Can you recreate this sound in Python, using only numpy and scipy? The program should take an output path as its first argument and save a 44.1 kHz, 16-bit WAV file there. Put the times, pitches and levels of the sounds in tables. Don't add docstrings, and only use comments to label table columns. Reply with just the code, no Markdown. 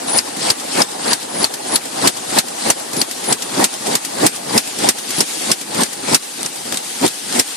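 import sys
import numpy as np
from scipy import signal
from scipy.fft import rfft, irfft, next_fast_len
from scipy.io import wavfile
from scipy.ndimage import uniform_filter1d, map_coordinates

SR = 44100
rng = np.random.default_rng(int(sys.argv[2]) if len(sys.argv) > 2 else 0)


def gain_from_db(level_db):
    decades = np.asarray(level_db, float) / 20
    return 10 ** decades


def persist_wave(psi):
    counts = np.round(np.clip(psi, -1, 1) * 32767).astype(np.int16)
    wavfile.write(sys.argv[1], SR, np.atleast_2d(counts).T)


N = 333396


def along(points, hz, column=1):
    table = np.transpose(points)
    return np.interp(np.log(hz + 1), np.log(table[0] + 1), table[column])


def unit(x):
    return x / np.sqrt(np.mean(x ** 2) + 1e-20)


def filtered(x, response):
    n = x.shape[-1]
    m = next_fast_len(n + 4096)
    return irfft(rfft(x, m) * response(np.fft.rfftfreq(m, 1 / SR)), m)[..., :n]


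def resonance(hz, centre, width):
    return 1 / (1 + ((hz - centre) / width) ** 2)


def wobble(rate):
    knots = rng.standard_normal(int(N * rate / SR) + 4)
    return map_coordinates(knots, [np.arange(N) * rate / SR])


def rush(spectrum, patchy_db, grain_db=0.):
    z = signal.stft(rng.standard_normal((2, N + 512)), nperseg=512)[2]
    field = rng.standard_normal(z.shape[1:])
    field = uniform_filter1d(field, size=5, axis=0)
    field = uniform_filter1d(field, size=4, axis=1)
    pair = signal.istft(z * gain_from_db(patchy_db * unit(field)), nperseg=512)[1][:, :N]
    jolted = pair * gain_from_db(grain_db * wobble(250))
    return unit(filtered(jolted, lambda hz: gain_from_db(along(spectrum, hz))))


def swell(lead_s, level_db):
    at = np.array(STROKES)[:, :1] + lead_s
    return gain_from_db(np.interp(np.arange(N) / SR, at.ravel(), np.ravel(level_db)))


# t/s, level/dB
SHOP_LEVEL = [(0, -29.5), (.3, -28), (.8, -28), (2.3, -26.5), (2.7, -26.5), (3.3, -26), (4.5, -27),
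              (5.4, -24.5), (5.8, -28.5), (7.56, -26.5)]
# f/Hz, density/dB
HISS = [(150, -90), (500, -3), (900, -25), (1550, -7), (2630, -4.5), (4300, -3), (6200, -4), (8600, -2),
        (10500, -4.5), (12000, -12), (14000, -15.5)]
# f/Hz, density/dB
HUM = [(18, -68), (30, -40), (162, -11), (269, -2), (418, -4), (610, -2), (819, 1.5), (1010, -6),
       (1500, -11.5), (1950, -12), (3300, -120)]


def shop():
    t = np.arange(N) / SR
    hiss_db = np.interp(t, *np.transpose(SHOP_LEVEL))
    hum_db = hiss_db + 0.37 - 0.97 * t
    hiss = gain_from_db(hiss_db + 1.54 * wobble(9)) * rush(HISS, patchy_db=2.0)
    hum = gain_from_db(hum_db + 0.17 * wobble(8.4)) * rush(HUM, patchy_db=2.5)
    return hiss + hum


def jet():
    jet_hz, width_hz = 8670, 410
    t = np.arange(N) / SR
    colour = lambda hz: resonance(hz, jet_hz, width_hz) + 0.24 * (hz > jet_hz)
    band = filtered(rng.standard_normal((2, N)), colour)
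    level_db = np.interp(t, *np.transpose(SHOP_LEVEL)) - 17.5 + 1.5 * t
    return gain_from_db(level_db) * unit(band)


# f/Hz, density/dB
BLOW_COLOUR = [(59, -44), (100, -5.5), (933, -7.5), (1810, -4), (3030, -6.5), (3290, -6), (4980, -5),
               (6250, -4.5), (9260, -4.5), (14000, -13)]


def plain(hz):
    return gain_from_db(along(BLOW_COLOUR, hz))


def burst(colour, rise_s, hold_s, fall_db_s):
    t = np.arange(3000) / SR
    noise = unit(filtered(rng.standard_normal((2, len(t))), colour))
    return noise * gain_from_db(fall_db_s * np.maximum(t - hold_s, 0)) * (1 - np.exp(-(t / rise_s) ** 2))


# t/s, peak level/dB
SLUGS = [
    (6.4305, -8),
    (6.453, -16),
    (6.7237, -5),
    (6.7435, -9.5),
    (6.748, -17),
    (7.013, -12),
    (7.3253, -10),
    (7.3911, -3),
]


def slugs():
    out = np.zeros((2, N + SR))
    for s, db in SLUGS:
        click = burst(plain, rise_s=0.00032, hold_s=0.00068, fall_db_s=-9000)
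        out[:, round(s * SR):][:, :3000] += gain_from_db(db - 3) * click
    return out[:, :N]


# end t/s, length/s, f/Hz, level/dB
SQUEALS = [(0.188, 0.135, 9840, -16), (0.489, 0.09, 9850, -30), (.82, .07, 10230, -28),
           (1.132, 0.072, 10240, -19), (1.447, 0.17, 10100, -19.5), (1.762, 0.092, 10160, -17),
           (2.067, 0.11, 10100, -29), (2.708, 0.055, 10440, -22), (3.01, 0.065, 10230, -16.5),
           (3.322, 0.084, 10040, -19), (4.575, 0.083, 10720, -24), (5.198, .06, 10300, -24),
           (5.517, 0.055, 10440, -47), (5.838, 0.06, 8500, -17)]


def squeals():
    width_hz, grows_db = 120, 14.5
    out, t = np.zeros((2, N)), np.arange(N) / SR
    grip_db = 2.4 * wobble(45)
    for end, length, hz, db in SQUEALS:
        on = slice(round((end - length) * SR), round(end * SR))
        tone = filtered(rng.standard_normal((2, 8192)), lambda f: np.exp(-.5 * ((f - hz) / width_hz) ** 2))
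        left = (end - t[on]) / length
        gain = gain_from_db(db - grows_db * left + grip_db[on]) * np.sqrt(np.abs(1 - left ** 4))
        out[:, on] += gain * unit(tone)[:, :len(left)] * [[1], [.5]]
    return out


# f/Hz, density/dB
BOOM = [(18, -70), (30, -56), (70, -31.5), (114, -12.5), (243, -0.5), (340, -2.5), (450, -5), (600, -12.5),
        (900, -35.5)]
# t/s, peak level/dB, knock level/dB against the tick
BOUNCES = [(0.1753, -6, -14), (0.3665, -15.5, 4), (0.7307, -23, -19), (2.3214, -23, -8), (2.9308, -10, -3),
           (2.9647, -9.5, 4), (3.2418, -13, -17), (3.867, -9, -8), (4.7862, -11, 0.5), (5.104, -7, -23),
           (5.089, -13.5, -1), (5.181, -10.5, 5.5), (5.41, -20, -3), (5.7449, -10.5, 3), (5.805, -7.5, -16),
           (6.7224, -11, -6), (6.7442, -15, -14), (7.0516, -10, -26), (7.076, -7, -21), (7.323, -15, -15),
           (7.348, -12, -6)]


def ticks():
    out = np.zeros((2, N + SR))
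    tick_t60_s = 0.064
    tick_colour = lambda hz: plain(hz) / (1 + (1800 / (hz + 1)) ** 2)
    knock_colour = lambda hz: gain_from_db(along(BOOM, hz))
    stripper = [(s + .0968, db, -13) for s, *_, db in STROKES]
    for s, db, knock_db in stripper + BOUNCES:
        bright = burst(tick_colour, rise_s=0.0024, hold_s=0.0031, fall_db_s=-60 / tick_t60_s)
        dull = burst(knock_colour, rise_s=0.0028, hold_s=0.0079, fall_db_s=-350)
        contact = gain_from_db(db - 7) * bright + gain_from_db(db + knock_db - 14.0) * dull
        out[:, round((s - .001) * SR):][:, :3000] += contact
    return out[:, :N]


def chatter():
    per_s, ring_hz, width_hz = 140, 4700, 500
    hit, size = rng.random((2, N))
    clicks = (hit < per_s / SR) * gain_from_db(-3 * np.log(size + .02)) * [[1], [.3]]
    ring = lambda f: 1j * f * width_hz / (ring_hz ** 2 - f * f + 1j * f * width_hz)
    return unit(filtered(clicks, ring))


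# f/Hz, density/dB
CLANG = [(250, -54), (430, -6.5), (560, 0), (700, 1), (860, -1), (1000, -4.5), (1300, -15), (2000, -12.5),
         (3000, -26.5)]
# f/Hz, density/dB
RATTLE = [(600, -41), (1300, -6), (2520, -8.5), (4500, -5), (6300, -9.5), (9000, -4.5), (10800, -15),
          (12000, -20.5), (14000, -64)]
# lead of full speed/s, boom level/dB, run-up level 63 ms before/dB, brightness/dB
DRAGS = [(0.025, -27, -4, 3.5), (0.016, -29, -2, 9), (0.041, -19.5, -6.5, 1.7), (.018, -22, -3, 2),
         (0.012, -23, -5.5, 0.5), (.018, -27.5, -7.5, 4.5), (.017, -12.5, -14.5, -5.5),
         (0.019, -20.5, -10.5, 0.5), (.013, -17.5, -16.5, -1), (0.006, -23.5, -9.5, -2.5),
         (.018, -18, -12.5, -4.5), (0.063, -16.5, -7.5, -2.5), (0.0107, -22.5, -3.5, 0.5),
         (0.019, -9.5, -14, -9), (0.022, -15.5, -9.5, -5), (0.01, -18.5, -8, -2), (0.012, -23.5, -19, 0.5),
         (0.025, -25.5, -6, 2), (0.062, -17, -8, -2), (0.02, -10.5, -15.5, -6), (0.021, -33, -3, 3.5),
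         (0.037, -34.5, 4.5, 4), (0.036, -11.5, -23, -7), (.011, -14, -15.5, -5)]


def sheet():
    lead_s, late_db, runup_db, bright_db = np.transpose(DRAGS)[:, :, None]
    early_db, rattle_db = late_db + runup_db, late_db + bright_db
    fade_db = -0.88 * np.array(STROKES)[:, :1]
    clang_db = late_db + 2.5 + 0.55 * bright_db + fade_db
    first_db = early_db + 1.2 + fade_db

    full_speed = np.clip(lead_s, .003, .06) * [0, 0, 0, 1, 0, 0]
    rise_s = [-0.21, -0.12, -0.063, 0.0195, -0.0036, 0.03] - full_speed
    def shape(early, late):
        return swell(rise_s, np.hstack([early - 18, early - 8, early, late, late - 3, late - 35]))

    lag_db = -1.5 + 0.46 * runup_db
    rattle_path_db = lag_db * [1.0, 1.0, 0.41, 0.13, 0, 0.64] + [-11.5, 0.5, -1.5, 2.0, 2.0, -9]
    rattle_gain = swell([-0.15, -0.09, -0.057, -0.0059, -0.012, 0.018], rattle_db + rattle_path_db)

    lumps = wobble(45)
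    boom = shape(early_db, late_db) * gain_from_db(1.65 * lumps) * rush(BOOM, patchy_db=1.0)
    clang_beat = gain_from_db(4.0 + 2.2 * lumps + 0.57 * wobble(80))
    clang = shape(first_db, clang_db) * clang_beat * rush(CLANG, patchy_db=2.5)
    contacts = rush(RATTLE, patchy_db=3.0, grain_db=0.7) + gain_from_db(-13) * chatter()
    rattle = rattle_gain * gain_from_db(0.5 * lumps + 1.3 * wobble(60)) * contacts
    return boom + clang + rattle


# t/s, crack level/dB, tool ring f/Hz, tool ring strength/ratio, stripper tick level/dB
STROKES = [(0.185, -8, 4880, 6.5, -19), (0.5005, -4, 4650, 3.3, -15), (0.8163, -7, 5100, 4.5, -17),
           (1.13, -7.5, 4470, 2.4, -17), (1.4406, -7, 4460, 7.8, -9), (1.7563, -6, 4200, 2.5, -16),
           (2.072, -1, 4370, 0.89, -13.5), (2.3845, -2, 4300, 2, -13), (2.7, -3, 6100, 1.1, -17),
           (3.013, -7.5, 4500, 4.3, -9.5), (3.324, -6.5, 4230, 0.21, -7.5), (3.64, -2.5, 4330, 0.66, -12.5),
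           (3.9511, -7, 4300, 0.23, -7), (4.263, -2.5, 5150, 0.2, -14), (4.576, -3.5, 5170, 2.1, -13),
           (4.887, -1, 5340, 1.2, -12), (5.204, -4.5, 5300, 2.1, -32), (5.514, -3.5, 5340, 1.8, -12.5),
           (5.832, -11, 6160, 0.76, -13.5), (6.144, 2, 5430, 1.7, -32), (6.459, -16, 5900, 1.4, -17),
           (6.77, -14.5, 3740, 1.7, -32), (7.062, -12.5, 3420, 1.7, -32), (7.3939, -3, 5400, 1.2, -32)]


def punch():
    out = np.zeros((2, N + SR))
    die_hz, die_width_hz = 8500, 860
    for s, db, tool_hz, strength, _ in STROKES:
        lean_db = min(-2 * (db + 3.5), 6) - (s - 3.5)

        def colour(hz):
            tool = 2.26 * strength * resonance(hz, tool_hz, 300)
            die = 1.6 * resonance(hz, die_hz, die_width_hz)
            return plain(hz) * (hz > 2500) * (1 + tool + die)

        crack = gain_from_db(db + 1.6) * burst(colour, rise_s=0.0014, hold_s=0.004, fall_db_s=-2600) * [[1], [.8]]
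        crack[1] += crack[0] * (lean_db - 4.0) / 17
        frame = gain_from_db(db - 6.5) * burst(plain, rise_s=0.0012, hold_s=0.0045, fall_db_s=-900)
        out[:, round(s * SR):][:, :3000] += crack + frame
    return out[:, :N]


# f/Hz, likeness/0-1, left lead/rad, left over right level/dB
PORTS = [(131, 0.84, 0.05, 4), (259, 1, 0.25, -0.5), (484, 0.53, 1.96, 1), (627, 0.68, 2.99, -1),
         (1003, 0.3, 4.18, 0.5), (1410, 0.2, 7.8, -0.4), (4300, 0.26, 5.63, 4), (8100, 0.14, 6.87, 0.5),
         (14000, 0.74, 8.15, 7)]


def ports(pair):
    turn = lambda hz: np.arccos(np.clip(along(PORTS, hz), 0, 1)) / 2
    mid, side = filtered(pair, lambda hz: np.array([np.cos(turn(hz)), np.sin(turn(hz))]))
    def lean(hz):
        return np.exp(.5j * along(PORTS, hz, column=2)) * gain_from_db(along(PORTS, hz, column=3) / 2)
    return filtered(np.array([mid + side, mid - side]), lambda hz: np.array([lean(hz), 1 / lean(hz)]))


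def scene():
    return ports(shop() + jet() + slugs() + squeals() + ticks() + sheet() + punch())


def ducking():
    depth = np.clip(np.transpose(STROKES)[1, :, None] + 20, 0, 20) / 14
    return swell([0., .02, .045, .09, .14], depth * [0.5, 1.5, -4.5, -0.8, -2.0])


# f/Hz, level against the mean of 3-10.5 kHz/dB
TREBLE_FLOOR = [(3000, -14), (8000, -8), (10500, -5), (12000, -7), (14000, -6)]


def thinned(x):
    hz, _, z = signal.stft(x, SR, nperseg=2048)
    size = np.abs(z)
    loudness = size[:, (hz > 3000) & (hz < 10500)].mean(axis=1, keepdims=True)
    limit = gain_from_db(along(TREBLE_FLOOR, hz))[:, None] * loudness
    return signal.istft(z * (size > limit), SR, nperseg=2048)[1][:, :N]


def top_cut(x):
    return signal.sosfilt(signal.butter(12, 14240, fs=SR, output="sos"), x)


def record(dry):
    ducked = dry * ducking()
    clipped = ducked / (1 + np.abs(ducked / .88) ** 6) ** (1 / 6)
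    def band(hz):
        low_cut = .45 + .55 * np.clip(hz / 90, 0, 1) ** 2
        return np.clip((14250 - hz) / 250, 0, 1) * low_cut
    mix = thinned(filtered(clipped, band))
    return top_cut(mix)


dry = scene()
out = record(dry)
persist_wave(out)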